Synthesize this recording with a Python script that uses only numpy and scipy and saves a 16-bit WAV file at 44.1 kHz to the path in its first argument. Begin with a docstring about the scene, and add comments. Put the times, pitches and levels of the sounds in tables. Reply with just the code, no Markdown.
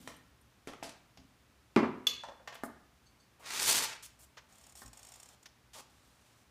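"""Readying a wheelchair in a garage.

A helper works beside an open car, a few metres away. A tossed plastic bag slaps and crumples, a hollow
panel is knocked and rings, a metal catch pings and fittings click. Then a webbing strap swishes over
an edge and creeps on by stick and slip, and sleeves brush a jacket. Concrete and the car reflect it all."""
import sys
import numpy as np
from scipy import signal
from scipy.fft import rfft, irfft
from scipy.io import wavfile

SR = 44100
rng = np.random.default_rng(int(sys.argv[2]) if len(sys.argv) > 2 else 0)


def output_pcm(signal):
    """Save a mono or channel-first signal as 16-bit PCM at the path in sys.argv[1].

    Samples are clipped to [-1, 1] before scaling.
    """
    pcm = np.clip(np.atleast_2d(signal).T, -1, 1) * 32767
    wavfile.write(sys.argv[1], SR, np.round(pcm).astype(np.int16))


N = 286768
T = np.arange(N) / SR

# Spectrum of the hard fittings. 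Each row: frequency in Hz, level in dB.
FITTING_SPECTRUM = [(60, -32.5), (250, -14.5), (480, -5.5), (680, -0.5), (1000, 0), (1800, -1), (2500, -3),
                    (3800, -7.5), (6500, -11.5), (8500, -25), (15000, -30)]


def undb(db):
    """Decibels to gain."""
    return 10 ** (np.asarray(db) / 20)


def unit(x):
    """Scale to rms 1."""
    return x / np.sqrt(np.mean(x ** 2))


def fade(t, t60_s):
    """Exponential decay, 60 dB down at t60_s."""
    return np.exp(-np.log(1000) * t / t60_s)


def along(hz, points):
    """Interpolate (Hz, value) points on a log-frequency axis."""
    knots_hz, values = np.transpose(points)
    return np.interp(np.log(np.maximum(hz, 1)), np.log(knots_hz), values)


def add(out, start_s, x):
    """Mix x into out from start_s."""
    i = max(int(start_s * SR), 0)
    out[i:i + len(x)] += x[:N - i]


def butter(order, hz, kind="low"):
    """Butterworth filter sections."""
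    return signal.butter(order, hz, kind, fs=SR, output="sos")


def colour(x, spectrum, bass_db=0, treble_db=0, bass_hz=520, treble_hz=3000, size=4096):
    """Minimum-phase filter of unit energy: a spectrum plus bass and treble shelves."""
    hz = np.arange(size // 2 + 1) * SR / size
    db = along(hz, spectrum) + bass_db / (1 + (hz / bass_hz) ** 4)
    db += treble_db * (1 - 1 / (1 + (hz / treble_hz) ** 4))
    cepstrum = irfft(np.log(undb(db)))
    cepstrum[1:size // 2] *= 2
    cepstrum[size // 2 + 1:] = 0
    impulse = irfft(np.exp(rfft(cepstrum)))
    return signal.fftconvolve(x, impulse / np.linalg.norm(impulse))[:len(x)]


def resonate(x, resonances):
    """Parallel resonances, each at least 20 Hz wide; rms 1."""
    return unit(sum(undb(db) * signal.lfilter(*signal.iirpeak(hz, hz / max(width_hz, 20), SR), x)
                    for hz, width_hz, db in resonances))


def walk(rate_hz):
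    """Smooth random wander, spread near 1."""
    knots = rng.standard_normal(8192)
    return np.interp(T * rate_hz, np.arange(len(knots)), knots)


def grain(spread_db):
    """Friction noise: dense tiny slips of uneven size; rms 1."""
    noise = rng.standard_normal(N)
    sizes_db = spread_db * np.repeat(rng.standard_normal(N), 8)[:N]
    return unit(noise * undb(sizes_db))


def swell(start_s, rise_s):
    """Speed of one slip: peaks at 1 after rise_s, then dies away."""
    age = np.maximum(T - start_s, 0) / rise_s
    return age ** 2 * np.exp(2 * (1 - np.minimum(age, 20)))


def ring(start_s, modes, peak_db, contact_s=0.0013):
    """Decaying modes, built up over the contact."""
    t, out = T[:SR], np.zeros(N)
    tone = sum((-1) ** k * undb(db) * np.sin(2 * np.pi * hz * t) * fade(t, t60_s)
               for k, (hz, db, t60_s) in enumerate(modes))
    tone *= 1 - np.exp(-t / contact_s)
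    add(out, start_s, undb(peak_db) * tone / np.abs(tone).max())
    return out


def blows(hits, spectrum, push, rise_s=0.0002):
    """Impacts: one push within a decaying chatter, coloured by the struck object."""
    t, out = T[:SR // 2], np.zeros(N)
    for start_s, db, bass_db, treble_db, t60_s in hits:
        force = rng.standard_normal(len(t)) * fade(t, t60_s) * (1 - np.exp(-t / rise_s))
        force[SR // 1000] += push
        add(out, start_s, undb(db) * colour(force, spectrum, bass_db, treble_db))
    return out


def air(level_db=-66.5, swell_db=1.8):
    """Outdoor air through the garage door, with a gently swelling rumble."""
    # Each row: frequency in Hz, level in dB.
    spectrum = [(15, -57.5), (25, -15), (39, -17), (61, 4.5), (91, -7), (119, 0.5), (147, -8.5),
                (239, -7.5), (468, -15), (1080, -14.5), (1450, -16), (3710, -21.5), (4480, -23.5),
                (5410, -24), (15400, -33)]
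    steady = colour(rng.standard_normal(N), spectrum)
    rumble = signal.sosfilt(butter(2, 160), steady)
    return undb(level_db) * (steady + rumble * (undb(swell_db * walk(5.3)) - 1))


def garage(x, gap_s=0.0017, build_s=0.0066):
    """Reverb off concrete and the car: lumpy at first, then a smooth tail that loses its treble."""
    # Each row: band centre in Hz, t60 in seconds.
    bands = [(100, 0.98), (260, 0.45), (700, 0.52), (1840, 0.57), (4850, 0.43), (12800, 0.21)]
    t, hz = T[:SR], np.arange(SR // 2 + 1)
    noise = rng.standard_normal(SR)
    lumps_db = 5 * np.repeat(rng.standard_normal(SR), 40)[:SR] * fade(t, 0.7)
    spectrum = rfft(noise * undb(lumps_db))
    centres_hz, t60s_s = np.transpose(bands)
    tail = np.zeros(SR)
    for weights, t60_s in zip(np.eye(len(bands)), t60s_s):
        band_gain = along(hz, list(zip(centres_hz, weights)))
        tail += irfft(spectrum * band_gain, SR) * fade(t, t60_s)
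    tail *= np.clip((t - gap_s) / build_s, 0, 1)
    return signal.fftconvolve(x, tail / np.linalg.norm(tail))[:N]


def nearby(x):
    """Early echoes off the floor and the car's side comb the spectrum."""
    # Each row: delay in seconds, level in dB.
    echoes = [(.0017, -30), (.0043, -23), (.0082, -19.5)]
    out = x.copy()
    for delay_s, db in echoes:
        add(out, delay_s, undb(db) * x)
    return out / np.sqrt(1 + sum(undb(db) ** 2 for _, db in echoes))


def squeaks(stutter_db=3.3):
    """Synthetic fabric squeaks faintly under the hands."""
    # Each row: start in seconds, level in dB, rise in seconds.
    slips = [(3.05, -72, 0.026), (3.185, -71, 0.023)]
    # Each row: frequency in Hz, width in Hz, gain in dB.
    resonances = [(4560, 450, 1), (6330, 550, -1.5), (7900, 570, -4)]
    tone = resonate(resonate(grain(1.6), resonances), resonances)
    tone *= undb(stutter_db * walk(89.6))
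    return tone * sum(undb(db) * swell(start_s, rise_s) for start_s, db, rise_s in slips)


def sleeves(edge_s=0.0027, flutter_db=1.26):
    """Cloth brushes cloth in strokes that start and stop quickly; the stroke at 3.394 s is the strap's low
    scrape as the pull begins."""
    # Each row: start and length in seconds, then level, bass and treble in dB.
    strokes = [(.0, 0.15, -65, 2, 0), (2.542, 0.016, -59.5, 3, 27), (2.633, 0.03, -53, -10, 40),
               (3.394, 0.086, -62, 22, 15), (4.024, 0.041, -51, -14.5, 10), (4.189, 0.06, -60.5, 6, 18),
               (4.488, 0.23, -67, 4.5, 6), (4.754, 0.086, -58.5, 0, 15), (4.929, .42, -65, 5.5, 4.5),
               (5.732, 0.018, -53, -8, 1), (5.75, 0.058, -51.5, 7.5, 5), (5.895, 0.54, -72.5, 3.5, 4.5)]
    # Each row: frequency in Hz, level in dB.
    spectrum = [(100, -11), (350, -3), (600, 4), (1100, 5.5), (1700, 0.5), (3300, 3.5), (8500, -0.5),
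                (10500, -6.5), (15000, -13)]
    friction = grain(1.4) * undb(flutter_db * walk(140))
    out = np.zeros(N)
    for start_s, length_s, db, bass_db, treble_db in strokes:
        attack = np.clip((T - start_s) / edge_s, 0, 1)
        release = np.clip((start_s + length_s - T) / edge_s + 1, 0, 1)
        rustle = colour(friction, spectrum, bass_db, treble_db, bass_hz=1290, treble_hz=6550)
        out += undb(db) * attack * release * rustle
    return out


def car_bumps():
    """Soft bumps against the car body."""
    # Each row: start in seconds, level, bass and treble in dB, t60 in seconds.
    hits = [(.002, -58, -2, 7, 1), (1.18, -57, 15, 2, 0.22), (1.245, -63, 23, -8, 0.13),
            (4.85, -58.5, -11, 0, 0.17), (6.075, -60, 2, 8.5, 0.046)]
    # Each row: frequency in Hz, level in dB.
    spectrum = [(35, -16.5), (60, 0.5), (130, -4.5), (260, 2.5), (430, -17.5), (2000, -35.5)]
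    return blows(hits, spectrum, push=5)


def car_boom():
    """The car body booms softly as it is leaned on."""
    # Each row: frequency in Hz, relative level in dB, t60 in seconds.
    modes = [(55.2, -2, 0.34), (115.5, -2.5, 0.22)]
    return ring(4.845, modes, peak_db=-50.5, contact_s=0.017)


def tinkles():
    """Small metal parts on the bag ring."""
    # Each row: start in seconds, peak in dB.
    hits = [(.013, -57), (.164, -53.5), (.412, -59)]
    # Each row: frequency in Hz, relative level in dB, t60 in seconds.
    modes = [(8720, 0, .04), (9450, 1, .03), (11650, -3, 0.045)]
    return sum(ring(start_s, modes, peak_db) for start_s, peak_db in hits)


def buckle_scuffs():
    """A buckle slides briefly: friction with no blow."""
    # Each row: start in seconds, level and treble in dB, rise in seconds.
    slides = [(4.367, -50.5, 1.5, 0.012), (5.455, -49.5, 13.5, 0.0062)]
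    friction = grain(2)
    return sum(undb(db) * swell(start_s, rise_s) * colour(friction, FITTING_SPECTRUM, 0, treble_db)
               for start_s, db, treble_db, rise_s in slides)


def fitting_clicks():
    """Hard fittings of the chair click."""
    # Each row: start in seconds, level, bass and treble in dB, t60 in seconds.
    hits = [(1.173, -51, 18, 9.5, 0.038), (2.4748, -39.5, 5.5, 0, 0.076), (2.524, -45.5, 1, -4, 0.095),
            (2.553, -46.5, 1, -2.5, 0.069)]
    return blows(hits, FITTING_SPECTRUM, push=1.07)


def loose_part():
    """A loose hollow part clacks as it rocks to rest."""
    # Each row: start in seconds, level, bass and treble in dB, t60 in seconds.
    hits = [(2.235, -41.5, -19, -0.5, 0.1), (2.286, -41, 4, -4, 0.086), (2.32, -49, 5, -9, 0.044),
            (2.397, -53, 14, -10, 0.1)]
    # Each row: frequency in Hz, level in dB.
    spectrum = [(60, -21), (420, -8.5), (530, 7), (780, 2.5), (1000, 0), (1200, -9), (1750, -7.5),
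                (2100, -19), (6000, -21), (15000, -48)]
    return blows(hits, spectrum, push=5.9)


def dull_knocks():
    """Dull knocks: the loudest, at 2.635 s, is on a lever, with fainter raps after it."""
    # Each row: start in seconds, level, bass and treble in dB, t60 in seconds.
    hits = [(2.635, -30.5, -5.5, -8.5, 0.029), (2.69, -55, -1, -7, 0.027), (4.817, -48, -5, 11, 0.1)]
    # Each row: frequency in Hz, level in dB.
    spectrum = [(60, -15), (170, -5.5), (235, 4.5), (400, -0.5), (510, -2), (640, 0), (800, -0.5),
                (1300, -1), (1850, -3.5), (2200, -17), (2700, -32), (5000, -22), (15000, -35)]
    return blows(hits, spectrum, push=8.4)


def bag(slap_t60_s=0.021, crumple_delay_s=0.0017, crumple_rise_s=0.0029):
    """Thin plastic slaps down, then its creases give way in a dying crackle."""
    # Each row: start in seconds, slap level, bass and treble in dB,
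    # crumple level and treble in dB, crumple t60 in seconds.
    landings = [(.075, -36.5, -10, 2.5, -47, 5, 0.11), (0.6726, -34, 6, 1, -43, -2.5, 0.15),
                (0.7342, -38, -11, -13.5, -61, -17, .1), (0.8262, -34.5, -10, -20, -42.5, 6, 0.21),
                (.893, -43, -20, 6, -64, 3, 0.076)]
    # Each row: frequency in Hz, level in dB.
    spectrum = [(60, -9.5), (150, 1), (330, 5.5), (750, 0), (1200, -4), (2300, -7.5), (6000, -13.5),
                (10000, -19), (15000, -32)]
    slaps = blows([(*row[:4], slap_t60_s) for row in landings], spectrum, push=3.7, rise_s=0.00038)
    creases, crumple = grain(4), np.zeros(N)
    for start_s, *_, db, treble_db, t60_s in landings:
        t = np.maximum(T - start_s - crumple_delay_s, 0)
        envelope = fade(t, t60_s) * (1 - np.exp(-t / crumple_rise_s))
        crumple += undb(db) * colour(creases * envelope, spectrum, bass_db=-4, treble_db=treble_db)
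    return slaps + crumple


def strap_jerks(rise_s=0.004, hiss_db=-9.5, sag_db_per_s=20, scatter_db=0.8, jitter_s=0.0004):
    """Webbing sticks and slips in near-steady runs of thin, pitched zips; each run weakens as it goes."""
    # Each row: start, length and slip period in seconds, level in dB.
    runs = [(4.523, .1, 0.029, -58.5), (4.637, .097, 0.028, -56), (4.752, .048, 0.0187, -53.5),
            (4.8584, .032, 0.0177, -53), (4.9295, .01, .02, -53), (4.9706, .03, 0.0194, -52),
            (5.028, .07, 0.019, -52.5), (5.118, .05, 0.0193, -51), (5.197, .045, 0.0309, -51),
            (5.256, .045, .03, -55), (5.428, .01, .02, -59)]
    # Each row: frequency in Hz, width in Hz, gain in dB.
    resonances = [(790, 200, 4.5), (5600, 450, 0), (7120, 1300, 3), (8470, 1500, -0.5), (13050, 410, -1),
                  (14000, 490, -6.5)]
    # Each row: frequency in Hz, level in dB.
    hiss_spectrum = [(400, -16), (2000, 5), (4500, 2), (6000, -6), (9000, -16), (10500, -6), (14000, -8),
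                     (15500, -19)]
    speed = np.zeros(N)
    for start_s, length_s, period_s, db in runs:
        for lag_s in np.arange(0, length_s, period_s):
            slip_db = db - sag_db_per_s * lag_s + rng.normal(0, scatter_db)
            slip_s = start_s + lag_s + rng.normal(0, jitter_s)
            speed += undb(slip_db) * swell(slip_s, rise_s)
    pitched = resonate(resonate(grain(2), resonances), resonances)  # twice, for deeper valleys
    hiss = undb(hiss_db) * colour(grain(2.2), hiss_spectrum)
    return speed * unit(pitched + hiss)


def pull_speed_db(grip_s=3.462, fastest_s=3.6916, brake_s=3.841, stop_s=3.95):
    """Strap speed relative to its peak: it grips, speeds up, eases, is braked and coasts to a stop."""
    rise_db_per_s, ease_db_per_s, coast_db_per_s, edge_db_per_s = 80, 19, 43, 606
    brake_db, brake_time_s = 13, 0.025
    before, after = (lambda s: np.maximum(s - T, 0)), (lambda s: np.maximum(T - s, 0))
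    stroke = rise_db_per_s * before(fastest_s) + ease_db_per_s * after(fastest_s)
    braking = brake_db * np.minimum(after(brake_s) / brake_time_s, 1) + coast_db_per_s * after(brake_s)
    edges = edge_db_per_s * (before(grip_s) + after(stop_s))
    return -stroke - braking - edges


def strap_pull(hiss_db=-28, rub_db=-37.5, rub_exponent=0.57, resonance_db=-16, flutter_db=1.9):
    """Webbing rasps over an edge: a low rub, and a hiss that grows faster with speed."""
    # Each row: frequency in Hz, level in dB.
    spectrum = [(60, -18), (140, -9), (400, -7.5), (1000, -6), (2300, -2), (4300, -0.5), (7000, 0.5),
                (9300, 0), (10500, -4.5), (12500, -4.5), (15400, -12.5)]
    # Each row: frequency in Hz, width in Hz, gain in dB.
    resonances = [(158, 12, 5), (410, 28, 7), (896, 36, 9.5), (3500, 36, -6), (3805, 35, 12),
                  (4410, 180, 5), (5230, 40, 10), (6020, 35, 9), (6350, 45, -4), (7020, 33, 4),
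                  (8800, 20, 0), (9300, 20, 5)]
    # The strap catches. Each row: centre in seconds, dip in dB, half length in seconds.
    snags = [(3.744, -5.5, 0.009), (3.812, -6, 0.023)]
    rasp = colour(grain(3.6), spectrum)
    rasp += undb(resonance_db) * resonate(rasp, resonances)
    low, high = (unit(signal.sosfilt(butter(3, 2300, kind), rasp)) for kind in ("low", "high"))
    speed_db = pull_speed_db()
    # A slow pull lacks the finest fizz and the deepest rumble.
    slowness = 1 - undb(0.47 * speed_db)
    fizz = signal.sosfiltfilt(butter(2, 7500, "high"), high)
    rumble = signal.sosfiltfilt(butter(2, 600), low)
    snag_db = sum(db * np.exp(-((T - centre_s) / half_s) ** 2) for centre_s, db, half_s in snags)
    hiss = (high - slowness * fizz) * undb(hiss_db + speed_db + snag_db)
    rub = (low - slowness * rumble) * undb(rub_db + rub_exponent * speed_db)
    return (hiss + rub) * undb(flutter_db * walk(170))


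def catch_snap():
    """The metal catch snaps home."""
    # Each row: start in seconds, level, bass and treble in dB, t60 in seconds.
    hits = [(2.0683, -23.5, 0.5, 1.5, 0.026)]
    # Each row: frequency in Hz, level in dB.
    spectrum = [(100, -19.5), (450, -7), (1500, -6.5), (2900, -1), (4200, 0), (5200, -6.5), (6200, 0.5),
                (7200, -6), (8000, -11), (11800, -17), (12700, -9), (15000, -18.5)]
    return blows(hits, spectrum, push=0.88, rise_s=0.0006)


def catch_ping():
    """The catch rings in high, closely spaced modes."""
    # Each row: frequency in Hz, relative level in dB, t60 in seconds.
    modes = [(3454, 6.5, 0.054), (3460, -19, 0.54), (3494, -17, 0.36), (3390, -20, 0.36), (3080, -27, 0.14),
             (6207, -4.5, 0.022), (6500, -39.5, .2), (12580, -20.5, 0.06), (12620, -27, .12)]
    return ring(2.069, modes, peak_db=-15)


def panel_ring():
    """The hollow panel rings on after the knock."""
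    # Each row: frequency in Hz, relative level in dB, t60 in seconds.
    modes = [(178, -5, .28), (200, -1.5, 0.14), (222.6, 1, 0.39), (257, -4.5, 0.65), (338, 0, 0.25),
             (368.5, -8.5, 0.65), (426, -9, 0.61), (568, -10.5, .45), (632, -11.5, 0.25),
             (823, -13.5, 0.45), (962, -19.5, 0.91), (1046, -17, 0.41), (1170, -11, .47),
             (1130, -19.5, .55), (1316, -17, 0.55), (1585, -20.5, .39), (1740, -22, 0.51), (1960, -19, .4),
             (2170, -22.5, .36)]
    return ring(1.7635, modes, peak_db=-18)


def panel_knock(rebound_db=-22, loss_db=5, bass_db=-3, dulling_db=3, gap_s=0.0075, t60_s=0.05):
    """The panel is touched, then struck; each rebound is later, weaker, duller and longer."""
    # Each row: start in seconds, level, bass and treble in dB, t60 in seconds.
    hits = [(1.7612, -23, -3.5, 3, 0.024), (1.7645, -17, 3, -5, 0.033)]
    # Each row: frequency in Hz, level in dB.
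    spectrum = [(40, -34), (70, -26.5), (100, -12), (135, -7.5), (180, -3.5), (220, -0.5), (275, -2),
                (345, 1.5), (420, -6), (640, -6), (1180, -7.5), (1550, -13.5), (2200, -14), (3200, -24),
                (6000, -33), (15000, -54)]
    starts_s = hits[-1][0] + np.cumsum(gap_s * 2.3 ** np.arange(3))
    rebounds = [(start_s, rebound_db - i * loss_db, bass_db, -(i + 1) * dulling_db, t60_s * 1.8 ** i)
                for i, start_s in enumerate(starts_s)]
    return blows(hits, spectrum, push=9.5) + blows(rebounds, spectrum, push=1.5, rise_s=0.0015)


def scene():
    """Direct sound, garage reverb and outdoor air, in mono."""
    # Each row: sound, reverb send in dB.
    sources = [(nearby(bag()), -4), (tinkles(), -9),
               (panel_knock(), -6), (panel_ring(), -24),
               (catch_ping(), -16), (nearby(catch_snap()), -2),
               (nearby(fitting_clicks()), -5), (loose_part(), -5), (dull_knocks(), -6), (car_bumps(), -8),
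               (nearby(strap_pull()), -10), (strap_jerks(), -11), (buckle_scuffs(), -12),
               (car_boom(), -20), (squeaks(), -10), (nearby(sleeves()), -8)]
    direct = sum(x for x, _ in sources)
    reverb = garage(sum(x * undb(send_db) for x, send_db in sources))
    return (direct + reverb + air())[None]


def record(dry):
    """Steep low-pass at 15.4 kHz."""
    return signal.sosfilt(signal.ellip(10, 0.2, 80, 15400, fs=SR, output="sos"), dry)


dry = scene()
out = record(dry)
output_pcm(out)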